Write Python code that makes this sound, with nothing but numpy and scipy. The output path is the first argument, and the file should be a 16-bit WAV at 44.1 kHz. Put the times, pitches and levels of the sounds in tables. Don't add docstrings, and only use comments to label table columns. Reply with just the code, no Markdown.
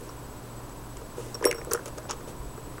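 import sys
import numpy as np
from scipy import signal
from scipy.fft import rfft, irfft, next_fast_len
from scipy.io import wavfile
from scipy.ndimage import map_coordinates

SR = 44100
rng = np.random.default_rng(int(sys.argv[2]) if len(sys.argv) > 2 else 0)


def wav_record(signal):
    frames = np.transpose(np.atleast_2d(signal))
    bounded = np.clip(frames, -1, 1)
    quanta = np.round(bounded * 32767).astype(np.int16)
    wavfile.write(sys.argv[1], SR, quanta)


N = 123479
TIME_S = np.arange(N) / SR
AGE_S = np.arange(SR // 3) / SR

# (frequency [Hz], density [dB per Hz])
AIR_SPECTRUM = [(15, -3), (35, -3), (80, -11.5), (130, -6.5), (190, -12.5), (290, -8), (460, -12),
                (650, -14.5), (850, -17.5), (1000, -11.5), (1150, -18.5), (1400, -20.5), (2000, -28.5),
                (3300, -31.5), (6000, -32.5), (10000, -32.5), (16000, -37)]
AIR_DB = -42.5
# (frequency [Hz], level [dB], width [Hz])
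HUM_LINES = [(52.5, -53, 1.9), (120, -49, 1.24), (159.5, -62.5, 3), (236.2, -60.5, 1.75),
             (290.7, -61.5, 6.1)]
HUM_THROB_HZ, HUM_THROB_DB = 2.743, 2.5

WHINE_HZ, WHINE_DB, WHINE_OCTAVE_DB, WHINE_WAVER_DB = 7867, -58, -10, 1.5
WHINE_GATE_HZ, WHINE_GATE_CENTRE_S = 14.98, 0.0486
# (time [s], share of each cycle that it is on [0-1])
WHINE_DUTY = [(2.07, 0.6), (2.13, 0.74)]

# (time [s], level [dB])
BUMPS = [(2.40, -30.5), (2.462, -32)]
BUMP_HZ, BUMP_T60_S = 51.4, 0.14

# (start [s], length [s], hiss level [dB], hiss top [Hz], shell level [dB])
RUBS = [(0.016, 0.13, -56, 12000, -54), (1.163, 0.19, -48, 11000, -45.5), (1.423, .11, -38.5, 3980, -29.5),
        (1.666, 0.074, -60, 6000, -36.5), (1.714, 0.057, -41.5, 14000, -47),
        (1.857, 0.016, -41, 13400, -40), (1.872, .026, -44.5, 12000, -40),
        (1.976, 0.016, -42.5, 11000, -34.5), (2.087, 0.056, -36.5, 5100, -41.5),
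        (2.273, 0.045, -47, 11000, -39.5)]
# (frequency [Hz], gain [dB])
RUB_COLOUR = [(300, -28), (1200, -5), (2900, 3), (4200, -4), (6500, 2.5), (10000, 0.5), (13000, -6),
              (16000, -2.5)]
RUB_RISE_SHARE, RUB_ROUGH_DB = 0.17, 1.5

# (time [s], free ringing [s], then the level of each of four modes [dB])
JINGLES = [(.092, 0.0055, -44.5, -70, -70, -65), (1.3445, 0.0089, -29, -41, -55, -48),
           (1.453, 0.064, -22, -37.5, -17.5, -46), (1.466, 0.03, -46, -55, -41, -29.5),
           (1.547, 0.086, -41.5, -49, -53, -50), (1.582, 0.045, -42, -70, -65, -62),
           (1.7505, 0.0061, -39, -60, -55, -56), (2.11, .025, -41, -65, -60, -66)]
# (frequency [Hz], t60 [s])
PULL_MODES = [(5535, .15), (7944, .35), (10745, .04), (13573, .13)]
PULL_STOP_T60_S = 0.032
PULL_DRIFT_RAD = 0.52

# (time [s], thump level [dB], thump centre [Hz], clack level [dB],
# clack centre [Hz], tick level [dB], tick centre [Hz], tick width [octaves])
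KNOCKS = [(.010, -39, 415.5, -66, 1192, -44, 10000, .4), (.092, -43, 450, -41, 1070, -48, 6000, 0.34),
          (0.695, -51, 450, -46, 1180, -47, 6500, .5), (0.97, -40, 446.5, -46, 2460, -38, 7000, 0.3),
          (1.015, -33.5, 434, -46, 1190, -50, 6100, .4), (1.178, -26.5, 407, -46, 1190, -62, 5850, 0.37),
          (1.3453, -33, 450, -41, 1080, -40.5, 8900, 0.93), (1.352, -40, 520, -38.5, 1270, -38, 6000, 0.82),
          (1.409, -27, 460, -40, 1140, -50, 6000, .4), (1.4257, -31, 450, -28.5, 1110, -38, 5550, 0.11),
          (1.4425, -23, 350, -22.5, 1780, -29, 7300, 0.33),
          (1.4527, -10, 380, -25.5, 2050, -15.5, 9500, 0.26),
          (1.4656, -31, 540, -22.5, 880, -32, 10000, .18), (1.473, -37, 446, -30.5, 1720, -29, 8450, .4),
          (1.512, -31.5, 460, -21.5, 2070, -24, 6400, .9), (1.527, -42, 450, -26.5, 1860, -36, 4930, 0.91),
          (1.546, -27, 493, -39, 1360, -39, 10800, 0.23), (1.5832, -29.5, 474, -37.5, 1320, -47, 5900, .15),
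          (1.615, -31, 610, -38, 1820, -54, 6000, .4), (1.648, -57, 450, -44, 1200, -37, 9900, 0.57),
          (1.7117, -23, 455, -34, 1190, -27.5, 5800, 0.086), (1.7161, -28, 460, -26.5, 1190, -29, 7300, 1),
          (1.7208, -42, 470, -31, 1180, -42, 7000, .5), (1.7341, -21, 450, -34, 1530, -14, 9100, 0.66),
          (1.7471, -21.5, 446, -24.5, 1220, -34, 8000, 0.44), (1.756, -38, 484, -34, 1270, -46, 7000, .4),
          (1.775, -53, 450, -33, 1280, -60, 6000, .4), (1.792, -37.5, 447, -35.5, 1200, -58, 6000, .4),
          (1.858, -38, 480, -42, 1220, -33.5, 8900, 0.69), (1.881, -35, 477, -41.5, 1200, -38, 6950, 0.64),
          (1.9835, -33.5, 485, -39.5, 1210, -37, 7000, .5), (2.052, -35, 487, -40.5, 1240, -60, 6000, .4),
          (2.095, -54, 420, -35, 990, -31, 5900, .2), (2.1015, -44, 520, -29.5, 930, -34, 5850, 0.22),
          (2.1096, -53, 400, -32, 1240, -23, 5500, 0.56), (2.116, -53, 450, -32.5, 1240, -31, 5900, .25),
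          (2.131, -34, 400, -38.5, 1100, -41, 6000, .2), (2.208, -36, 440, -42, 1470, -51, 6000, .4),
          (2.287, -32.5, 676, -44, 695, -58, 8000, 0.33), (2.578, -31.5, 413, -41, 1280, -58, 6000, .4),
          (2.782, -36.5, 430, -36.5, 1210, -51, 9000, .4)]
SHELL_HZ = [285, 356, 400, 455, 573, 650, 800, 915, 1053, 1206, 1770]
# (level [dB], t60 [s])
SHELL_RING = [(-6.5, 0.08), (-0.5, 0.082), (-6.5, 0.051), (2, 0.099), (-1, 0.064), (-5, 0.031),
              (-4.5, 0.071), (-3, .08), (-13, .11), (1, 0.15), (-16, 0.098)]
# (time [s], pitch factor [ratio])
GRIP = [(1.5, 1.04), (1.7, 0.99), (2.0, 1.4), (2.15, 1)]
THUMP_ATTACK_S, THUMP_OCTAVES, THUMP_SKIRT = 0.00297, 0.33, 0.45
HAND_DAMPS_AFTER_S, HAND_T60_S = 0.024, 0.08

# (frequency [Hz], gain [dB])
CLACK_COLOUR = [(2700, -8), (4000, -14), (16000, -22)]
CLACK_OCTAVES, CLACK_SKIRT = 0.32, 0.015
CLACK_REF_T60_S, CLACK_REF_HZ, CLACK_SHORTENING = 0.03, 1190, 0.96
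# (frequency [Hz], gain [dB])
TICK_COLOUR = [(2500, 3), (4100, -7.5), (4800, -1), (5250, -3), (5950, -1.5), (6700, 2), (7900, -12.5),
               (8800, 2.5), (9700, -7), (10600, 2.5), (11700, -15), (12800, -15), (14200, -1), (15000, -7),
               (16000, -10)]
TICK_T60_S, TICK_SKIRT = 0.012, 0.035

ROOM_T60_S, ROOM_DB, ROOM_TOP_HZ = 0.27, -12.5, 1850
TOP_HZ = 16100


def amp(db):
    return 10 ** (np.asarray(db) / 20)


def unit(x):
    return x / np.sqrt(np.mean(x ** 2) + 1e-20)


def fade(t_s, t60_s):
    return np.exp(-np.log(1000) * t_s / t60_s)


def curve(x, table):
    return np.interp(x, *np.transpose(table))


def add(track, start_s, x):
    part = track[max(round(start_s * SR), 0):][:len(x)]
    part += x[:len(part)]


def filtered(x, response):
    size = next_fast_len(len(x) + SR // 4)
    spectrum = rfft(x, size) * response(np.fft.rfftfreq(size, 1 / SR))
    return irfft(spectrum, size)[:len(x)]


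def noise(points):
    f_hz, db = np.transpose(points)

    def response(hz):
        return amp(np.interp(np.log(hz + 1), np.log(f_hz + 1), db))

    return unit(filtered(rng.standard_normal(N), response))


def wobble(knots_hz):
    return map_coordinates(rng.standard_normal(N // 8), [TIME_S * knots_hz], mode="wrap")


def bell(hz, centre_hz, octaves, skirt):
    away = (np.log2((hz + 1) / centre_hz) / octaves) ** 2
    return np.exp(-away / 2) + skirt / (1 + away / 20)


def background():
    hum = np.zeros(N)
    for hz, db, width_hz in HUM_LINES:
        phase = 2 * np.pi * hz * TIME_S + 0.63 * wobble(2 * width_hz)
        line = np.sin(phase) * amp(1.3 * wobble(6.24))
        hum += amp(db) * unit(line)
    throb = amp(-HUM_THROB_DB * np.cos(2 * np.pi * HUM_THROB_HZ * TIME_S))
    return amp(AIR_DB) * noise(AIR_SPECTRUM) + hum * throb


def whine():
    cycle = np.cos(2 * np.pi * WHINE_GATE_HZ * (TIME_S - WHINE_GATE_CENTRE_S))
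    threshold = np.cos(np.pi * curve(TIME_S, WHINE_DUTY))
    gate = np.clip(0.5 + 10 * (cycle - threshold), 0, 1)
    phase = 2 * np.pi * WHINE_HZ * TIME_S
    tone = np.sqrt(2) * (np.sin(phase) + amp(WHINE_OCTAVE_DB) * np.sin(2 * phase))
    return amp(WHINE_DB + WHINE_WAVER_DB * wobble(12)) * gate * tone


def bumps():
    out = np.zeros(N)
    for time_s, db in BUMPS:
        add(out, time_s, amp(db) * np.sin(2 * np.pi * BUMP_HZ * AGE_S) * fade(AGE_S, BUMP_T60_S))
    return out


def shell_ring(centre_hz, pitch):
    ring = np.zeros(len(AGE_S))
    for hz, (db, t60_s) in zip(SHELL_HZ, SHELL_RING):
        level = amp(db) * bell(hz, centre_hz, THUMP_OCTAVES, THUMP_SKIRT)
        tone = np.sin(2 * np.pi * hz * pitch * (AGE_S - 2 * THUMP_ATTACK_S))
        ring += level * fade(AGE_S, t60_s) * tone
    hand = fade(np.maximum(AGE_S - HAND_DAMPS_AFTER_S, 0), HAND_T60_S)
    attack = 1 - np.exp(-(AGE_S / THUMP_ATTACK_S) ** 2)
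    ring = ring * hand * attack
    return ring / np.abs(ring).max()


def rubs():
    out = np.zeros(N)
    hiss = unit(noise(RUB_COLOUR) * amp(RUB_ROUGH_DB * wobble(900)))
    ring = shell_ring(centre_hz=482, pitch=1.02)
    murmur = unit(signal.fftconvolve(rng.standard_normal(N), ring)[:N])
    for start_s, length_s, hiss_db, top_hz, shell_db in RUBS:
        progress = (TIME_S - start_s) / length_s
        stroke = np.sqrt(np.interp(progress, [0, RUB_RISE_SHARE, 1], [0, 1, 0]))
        soft_hiss = filtered(hiss, lambda hz: 1 / np.sqrt(1 + (hz / top_hz) ** 10))
        out += stroke * (amp(hiss_db) * soft_hiss + amp(shell_db) * murmur)
    return out


def zipper_pull():
    out = np.zeros(N)
    unsteady_rad = PULL_DRIFT_RAD * wobble(140)
    for time_s, free_s, *modes_db in JINGLES:
        drift_rad = np.roll(unsteady_rad, -round(time_s * SR))[:len(AGE_S)]
        ring = np.zeros(len(AGE_S))
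        for (hz, t60_s), db in zip(PULL_MODES, modes_db):
            ring += amp(db) * fade(AGE_S, t60_s) * np.sin(2 * np.pi * hz * AGE_S + drift_rad)
        add(out, time_s, ring * fade(np.maximum(AGE_S - free_s, 0), PULL_STOP_T60_S))
    return out


def burst(centre_hz, octaves, skirt, t60_s, colour):
    x = filtered(rng.standard_normal(len(AGE_S)),
                 lambda hz: bell(hz, centre_hz, octaves, skirt) * amp(curve(hz, colour)))
    shape = fade(AGE_S, t60_s) * (1 - np.exp(-AGE_S / 0.0001))
    return unit(x * shape) * np.sqrt(np.mean(shape ** 2)) / shape.max()


def knocks():
    out = np.zeros(N)
    for time_s, thump_db, thump_hz, clack_db, clack_hz, tick_db, tick_hz, tick_octaves in KNOCKS:
        thump = shell_ring(thump_hz, curve(time_s, GRIP))
        clack_t60_s = CLACK_REF_T60_S * (CLACK_REF_HZ / clack_hz) ** CLACK_SHORTENING
        clack = burst(clack_hz, CLACK_OCTAVES, CLACK_SKIRT, clack_t60_s, CLACK_COLOUR)
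        tick = burst(tick_hz, tick_octaves, TICK_SKIRT, TICK_T60_S, TICK_COLOUR)
        add(out, time_s, amp(thump_db) * thump + amp(clack_db) * clack + amp(tick_db) * tick)
    return out


def room_answer(case):
    tail = rng.standard_normal(len(AGE_S)) * fade(AGE_S, ROOM_T60_S) * (1 - np.exp(-AGE_S / 0.012))
    room = signal.fftconvolve(case, tail / np.linalg.norm(tail))[:N]
    return amp(ROOM_DB) * filtered(room, lambda hz: 1 / np.sqrt(1 + (hz / ROOM_TOP_HZ) ** 2))


def scene():
    case = rubs() + zipper_pull() + knocks()
    return (background() + whine() + bumps() + case + room_answer(case))[None]


def record(dry):
    return filtered(dry[0], lambda hz: hz < TOP_HZ)[None]


dry = scene()
out = record(dry)
wav_record(out)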